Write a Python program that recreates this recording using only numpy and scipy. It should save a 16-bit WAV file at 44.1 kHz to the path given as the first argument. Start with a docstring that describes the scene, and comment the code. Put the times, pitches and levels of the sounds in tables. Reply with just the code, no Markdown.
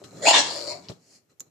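"""A quiet living room, a stereo microphone close to a pug on a leather couch. The leather shifts,
then the dog snorts at a treat, its soft palate fluttering as the mouth opens. The snort breaks
into a breathy huff and trails off in a rattling snore through the nose. A paw thumps on the
cushion, the dog sniffs, the leather rustles and a small double tick ends it."""
import sys
import numpy as np
from scipy import signal
from scipy.fft import rfft, irfft
from scipy.io import wavfile
from scipy.ndimage import uniform_filter1d, map_coordinates

SR = 44100
rng = np.random.default_rng(int(sys.argv[2]) if len(sys.argv) > 2 else 0)


def store_pcm(level_fs):
    """Save levels as 16-bit WAV."""
    pcm = np.round(np.clip(level_fs, -1, 1) * 32767).astype(np.int16)
    wavfile.write(sys.argv[1], SR, np.atleast_2d(pcm).T)


N = 66150
T = np.arange(N) / SR

# Resonances of room tone, couch and ticks. 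Each row: centre in Hz, width in Hz, relative level in dB.
ROOM_TONE_BANDS = [(105, 140, -9.5), (400, 500, -7), (2000, 3500, -9), (6500, 3600, -12), (12500, 6900, -9)]
RUMBLE_BANDS = [(55, 50, -22.5), (104, 45, -2), (145, 110, 3), (290, 170, 1), (440, 260, 2),
                (700, 620, -5.5)]
RUSTLE_BANDS = [(1220, 340, -1.5), (2200, 1500, -5), (4100, 490, -2.5), (5700, 2100, -3),
                (7300, 2000, -1.5), (11400, 15000, -9)]
SCUFF_BANDS = [(3400, 1300, 9.5), (5030, 1700, 5.5), (7090, 900, -6.5)]
TICK_RING_BANDS = [(6850, 660, 8.5), (5700, 1540, -6)]
TICK_CRACK_BANDS = [(1390, 1200, -10), (4100, 3000, -5.5), (8400, 7200, -1.5), (13300, 1800, -0.5)]
# Leather shifting under the dog. Each row: time in seconds, rumble in dB, rustle in dB.
LEATHER_LEVELS = [(0, -53.5, -62.5), (.036, -63, -64), (.042, -47.5, -48.5), (.065, -51, -57.5),
                  (.1, -55.5, -59.5), (.135, -48, -57.5), (.165, -44, -55.5), (.27, -50, -51.5),
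                  (.31, -60, -66), (.37, -45.5, -72), (.55, -54, -47), (.7, -51, -50.5), (.8, -53.5, -62.5),
                  (.88, -54.5, -67), (.9, -40.5, -48.5), (.93, -57.5, -62), (.975, -61, -71.5),
                  (1.05, -68.5, -82), (1.16, -65, -76), (1.23, -73.5, -90), (1.28, -78.5, -91),
                  (1.3, -68.5, -68), (1.325, -66, -72.5), (1.35, -75.5, -92), (1.39, -80.5, -93.5),
                  (1.41, -57, -61.5), (1.445, -69, -76.5), (1.48, -62.5, -74), (1.5, -75, -95.5)]
# Paws landing. Each row: start in seconds, level in dB, deep thud relative to that in dB.
PAW_HITS = [(.017, -38.5, -40), (0.0273, -44, -36), (0.156, -51.5, -9), (.2135, -53, -13),
            (0.8974, -32, 5.5), (.916, -36, -4)]
# Modes of the cushion and its leather skin. Each row: pitch in Hz, level in dB, T60 in seconds.
CUSHION_MODES = [(128, -4, .08), (175, -5.5, 0.081)]
HIDE_MODES = [(400, -2.5, 0.046), (574, 1.5, .016)]
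# Claw scuffs and the hardest slaps of the palate. Each row: start in seconds, level in dB.
CLAW_SCUFFS = [(.039, -45), (.048, -56.5), (.8855, -36.5), (.8975, -47.5), (.918, -49)]
PALATE_SLAPS = [(.2195, -40.5), (.226, -33.5), (.2645, -14.5), (.283, -9.5), (.3095, -7.5), (.3365, -18.5),
                (.5075, -26), (.611, -34.5), (.674, -34.5)]
# Small hard ticks. Each row: start in seconds, ring in dB, peak of the crack in dB.
TICK_HITS = [(1.3973, -29, -57), (1.4049, -23.5, -22.5), (1.4085, -34, -40)]
# Airflow of the sniff. Each row: time in seconds, level in dB.
SNIFF_FLOW = [(.92, -110), (1.0, -72), (1.04, -66.5), (1.11, -59.5), (1.162, -57), (1.195, -70.5),
              (1.23, -98), (1.26, -120)]
# Airflow of the snore. Each row: time in seconds, then throat, nose and wheeze in dB.
SNORE_FLOW = [(.38, -110, -110, -110), (.48, -46.5, -36.5, -63), (.51, -46, -36, -72), (.57, -38, -37, -54),
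              (.62, -41, -38, -58), (.662, -41, -43, -54), (.678, -36, -34, -53), (.724, -41, -36, -41),
              (.748, -40.5, -47, -55), (.815, -62, -64, -68), (.88, -63.5, -68, -62.5),
              (.97, -110, -110, -110)]
# Airflow of the huff. Each row: time in seconds, then throat, mouth and teeth in dB.
HUFF_FLOW = [(.28, -110, -110, -110), (.326, -33.5, -30, -25.5), (.338, -20.5, -17, -22.5),
             (.372, -26, -18.5, -21.5), (.395, -25.5, -27, -20.5), (.43, -36, -32.5, -33.5),
             (.465, -36, -37, -34.5), (.52, -45.5, -44.5, -44), (.6, -52.5, -51, -52.5),
             (.68, -64.5, -71, -51.5), (.8, -57, -91, -70), (.85, -80.5, -62.5, -58), (.9, -66, -70.5, -77),
             (.96, -110, -110, -110)]
# Airflow of the snort. Each row: time in seconds, then throat, mouth and nose in dB.
SNORT_FLOW = [(.12, -100, -110, -100), (.165, -56.5, -68, -57), (.215, -45.5, -62.5, -57),
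              (.224, -35.5, -46.5, -38.5), (.248, -27.5, -38, -30), (.264, -21, -20, -24.5),
              (.286, -15.5, -20, -17), (.3, -23.5, -24.5, -19.5), (.314, -19.5, -20.5, -21),
              (.325, -30.5, -29.5, -34), (.35, -61.5, -55, -55.5), (.37, -110, -110, -110)]
# Hiss of the snore: resonances of the nose, then in the last row a faint high hiss from the microphone.
# Each row: centre in Hz, width in Hz, relative level in dB.
SNORE_HISS_BANDS = [(4464, 680, 3), (5000, 1600, -3.5), (7073, 460, -8), (7570, 2200, -16),
                    (9260, 2500, -19.5), (13700, 700, -32.5)]
# Other resonances of the dog's breath. Each row: centre in Hz, width in Hz, relative level in dB.
SNIFF_BANDS = [(614, 300, -9.5), (2200, 2200, -6.5), (4350, 600, -5), (4970, 1400, -1), (6930, 1900, 0),
               (9800, 5000, -9.5)]
SNORE_THROAT_BANDS = [(338, 84, -10), (570.7, 120, 2.5)]
WHEEZE_BANDS = [(980, 150, -0.18), (2200, 480, -0.82)]
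HUFF_THROAT_BANDS = [(341, 220, -10), (580, 260, -9.5), (920, 370, 1.5)]
HUFF_MOUTH_BANDS = [(1828, 370, -3.5), (2340, 450, -5.5), (2943, 350, -4), (3576, 490, 1.5)]
TEETH_BANDS = [(4070, 850, 0.5), (5090, 350, -6), (5700, 400, -5), (6750, 650, -7), (7650, 900, -7.5),
               (8170, 2500, -15.5)]
SNORT_THROAT_BANDS = [(764, 300, 1), (1000, 200, -10.5), (329, 81, -14.5)]
SNORT_MOUTH_BANDS = [(2830, 380, 1), (2100, 2000, -9)]
SNORT_NOSE_BANDS = [(1360, 1800, -23), (3400, 300, -10.5), (4353, 700, -2), (5250, 390, -9),
                    (7020, 820, 1.5), (9300, 3300, -17.5)]
SLAP_BANDS = [(697, 300, -4.5), (3080, 400, -12.5), (4450, 700, 0.5), (7100, 900, -11)]
# The airway changing shape. Each row: time in seconds, factor on its resonances.
THROAT_TIGHTENING = [(.5, 0.89), (.57, 1.016), (.64, .96), (.7, 1.04), (.76, 1.14)]
MOUTH_SHAPING = [(.33, 0.97), (.355, 1.0), (.38, 0.95), (.41, 0.91), (.46, .92), (.56, .98)]
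MOUTH_OPENING = [(.21, .66), (.245, 0.7), (.265, 0.87), (.286, 1.02), (.33, .99)]
# Close reflections off the couch. Each entry: delay in seconds.
COUCH_DELAYS = [.0007, .0017, .0031]
# Colour of the microphone ports. Each row: frequency in Hz, left minus right in dB.
PORT_BALANCE = [(70, -4), (300, -1.4), (520, 2.5), (780, 2), (1200, 1.5), (2300, 5.5), (3200, 5),
                (4300, 10.5), (5300, 8), (6100, 2.5), (7100, -9), (9000, -3.5), (14000, 4.5)]


def from_db(db):
    """Decibels to gain."""
    return 10 ** (np.asarray(db) / 20)


def levels(rows):
    """One gain curve for each dB column."""
    times, *columns = np.transpose(rows)
    return [from_db(np.interp(T, times, column)) for column in columns]


def low_cut(x, hz, order=2):
    """Roll off the bass."""
    return signal.sosfilt(signal.butter(order, hz, "high", fs=SR, output="sos"), x + 1e-18)


def resonate(x, bands):
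    """Steep resonances in parallel, alternating in polarity."""
    out, power = 0, 0
    for k, (hz, width, db) in enumerate(bands):
        damping = np.pi * width / SR
        r = np.exp(-damping)
        gain = (1 - r * r) / 2
        section = [gain, 0, -gain, 1, -(1 + r * r) * np.cos(2 * np.pi * hz / SR), r * r]
        out += (-1) ** k * from_db(db) * signal.sosfilt([section] * 2, x + 1e-18) / np.sqrt(damping / 2)
        power += from_db(db) ** 2
    return out / np.sqrt(power)


def even(x):
    """Hold the short-term power steady, so that a gain curve alone sets the level."""
    return x / np.sqrt(uniform_filter1d(x ** 2, 640) + 1e-9)


def noise(bands, gate=1):
    """Gated noise through fixed resonances."""
    return even(resonate(gate * rng.standard_normal(N), bands))


def gliding_air(bands, gate, shape):
    """Gated turbulence through resonances that glide with the airway's shape."""
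    clock = np.cumsum(np.interp(T, *np.transpose(shape)))
    count = int(clock[-1]) + 2
    turbulence = np.interp(np.arange(count), clock, gate) * rng.standard_normal(count)
    return even(map_coordinates(resonate(turbulence, bands), [clock], order=3))


def bursts(hits, bands, decay_s):
    """A brief dying burst of noise into resonances for each hit."""
    out = 0
    for start, db in hits:
        envelope = (T >= start) * np.exp(-abs(T - start) / decay_s)
        burst = resonate(envelope * rng.standard_normal(N), bands)
        out += from_db(db) * burst * np.linalg.norm(envelope) / np.linalg.norm(burst)
    return out


def room_tone():
    """Faint steady noise, separate in each channel."""
    return from_db(-74.5) * np.array([noise(ROOM_TONE_BANDS), noise(ROOM_TONE_BANDS)])


def room(x, wet_db, left_db, side_db, t60_s=.24):
    """Close reflections off the couch widen the sound; a short tail follows."""
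    side = low_cut(x, 520, order=1)
    for lag_s in COUCH_DELAYS:
        allpass = np.r_[-.5, np.zeros(int(lag_s * SR)), 1]
        side = signal.lfilter(allpass, allpass[::-1], side)
    t = T[:SR // 2]
    tail = from_db(-60 * t / t60_s) * (t > sum(COUCH_DELAYS))
    echoes = low_cut(tail / np.linalg.norm(tail) * rng.standard_normal((2, len(t))), 200)
    wet = from_db(wet_db) * signal.fftconvolve(x[None], echoes, axes=1)[:, :N]
    left_right = np.array([[1], [-1]])
    return (x + left_right * from_db(side_db) * side + wet) * from_db(left_right * left_db / 2)


def knock(start, modes, low_hz):
    """Struck, damped modes; little is radiated below them."""
    age = np.maximum(T - start, 0)
    rings = sum(from_db(db - 60 * age / t60) * np.sin(2 * np.pi * hz * age) for hz, db, t60 in modes)
    return low_cut(rings, low_hz)


def couch(grain_db=2.5):
    """Grainy leather friction, paw thuds and claw scuffs."""
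    rumble, rustle = levels(LEATHER_LEVELS)
    grains = from_db(grain_db * np.repeat(rng.exponential(1, N), 24)[:N])
    friction = rumble * noise(RUMBLE_BANDS) + rustle * noise(RUSTLE_BANDS, grains)
    thuds = 0
    for start, db, deep_db in PAW_HITS:
        deep = from_db(deep_db) * knock(start, CUSHION_MODES, low_hz=85)
        thuds += from_db(db) * (knock(start, HIDE_MODES, low_hz=223) + deep)
    return friction + thuds + bursts(CLAW_SCUFFS, SCUFF_BANDS, decay_s=.0065)


def ticks():
    """A light touch, a sharper one and its rebound: each a clean crack and a brief ring."""
    out = bursts(np.array(TICK_HITS)[:, :2], TICK_RING_BANDS, decay_s=.0007)
    for start, _, db in TICK_HITS:
        crack = resonate(signal.unit_impulse(N, int(start * SR)), TICK_CRACK_BANDS)
        out += from_db(db) * crack / abs(crack).max()
    return out


def sniff():
    """A soft breath drawn through the nose."""
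    return levels(SNIFF_FLOW)[0] * noise(SNIFF_BANDS)


def palate_flutter(rate_hz=132, jitter=.17, spread_db=2.5, decay_s=.0017):
    """Uneven flaps of the soft palate, each a sudden puff that dies away."""
    timing, strength = rng.standard_normal((400, 2)).T
    starts = np.cumsum(np.exp(jitter * timing)) / rate_hz
    starts -= starts[0]
    flap = np.searchsorted(starts, T, side="right") - 1
    return from_db(spread_db * strength[flap]) * np.exp(-(T - starts[flap]) / decay_s)


def snore(puffs, steady_air=.15):
    """Separate puffs rattle through the short nose and end in a wheeze as the throat tightens."""
    throat, nose, wheeze = levels(SNORE_FLOW)
    gate = puffs + steady_air
    return (throat * gliding_air(SNORE_THROAT_BANDS, gate, THROAT_TIGHTENING)
            + nose * noise(SNORE_HISS_BANDS, gate)
            + wheeze * noise(WHEEZE_BANDS, gate))


def huff(puffs, steady_air=.74):
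    """Nearly smooth air through the open mouth and past the teeth."""
    throat, mouth, teeth = levels(HUFF_FLOW)
    gate = puffs + steady_air
    return (throat * noise(HUFF_THROAT_BANDS, gate)
            + mouth * gliding_air(HUFF_MOUTH_BANDS, gate, MOUTH_SHAPING)
            + teeth * noise(TEETH_BANDS, gate))


def snort(puffs, steady_air=.95):
    """A fluttering blast whose throat and mouth resonances rise as the mouth opens."""
    throat, mouth, nose = levels(SNORT_FLOW)
    gate = puffs + steady_air
    return (throat * gliding_air(SNORT_THROAT_BANDS, gate, MOUTH_OPENING)
            + mouth * gliding_air(SNORT_MOUTH_BANDS, gate, MOUTH_OPENING)
            + nose * noise(SNORT_NOSE_BANDS, gate))


def scene():
    """Dog, couch and ticks close to the microphone, over the living room's tone."""
    puffs = palate_flutter()
    snort_and_slaps = snort(puffs) + bursts(PALATE_SLAPS, SLAP_BANDS, decay_s=.0017)
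    mix = room(snort_and_slaps, wet_db=-9.7, left_db=.46, side_db=-2.5)
    mix += room(huff(puffs), wet_db=-8.5, left_db=-1.6, side_db=-2)
    mix += room(snore(puffs) + sniff(), wet_db=-9.6, left_db=-.45, side_db=-2.5)
    mix += room_tone()
    mix += room(couch(), wet_db=-11.5, left_db=.55, side_db=-3)
    return mix + room(ticks(), wet_db=-18.5, left_db=.5, side_db=-5)


def record(dry, ceiling=.92, cutoff_hz=14750):
    """Each microphone port has its own colour; peaks are rounded and the top is cut."""
    hz, db = np.transpose(PORT_BALANCE)
    tilt_db = np.interp(np.log(np.fft.rfftfreq(2 * N, 1 / SR) + 1), np.log(hz), db)
    ports = from_db([tilt_db / 2, -tilt_db / 2])
    ports /= np.sqrt(np.mean(ports ** 2, axis=0))
    coloured = irfft(rfft(dry, 2 * N) * ports)[:, :N]
    rounded = coloured / (1 + (coloured / ceiling) ** 6) ** (1 / 6)
    return signal.sosfilt(signal.ellip(10, .1, 100, cutoff_hz, fs=SR, output="sos"), rounded)


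dry = scene()
out = record(dry)
store_pcm(out)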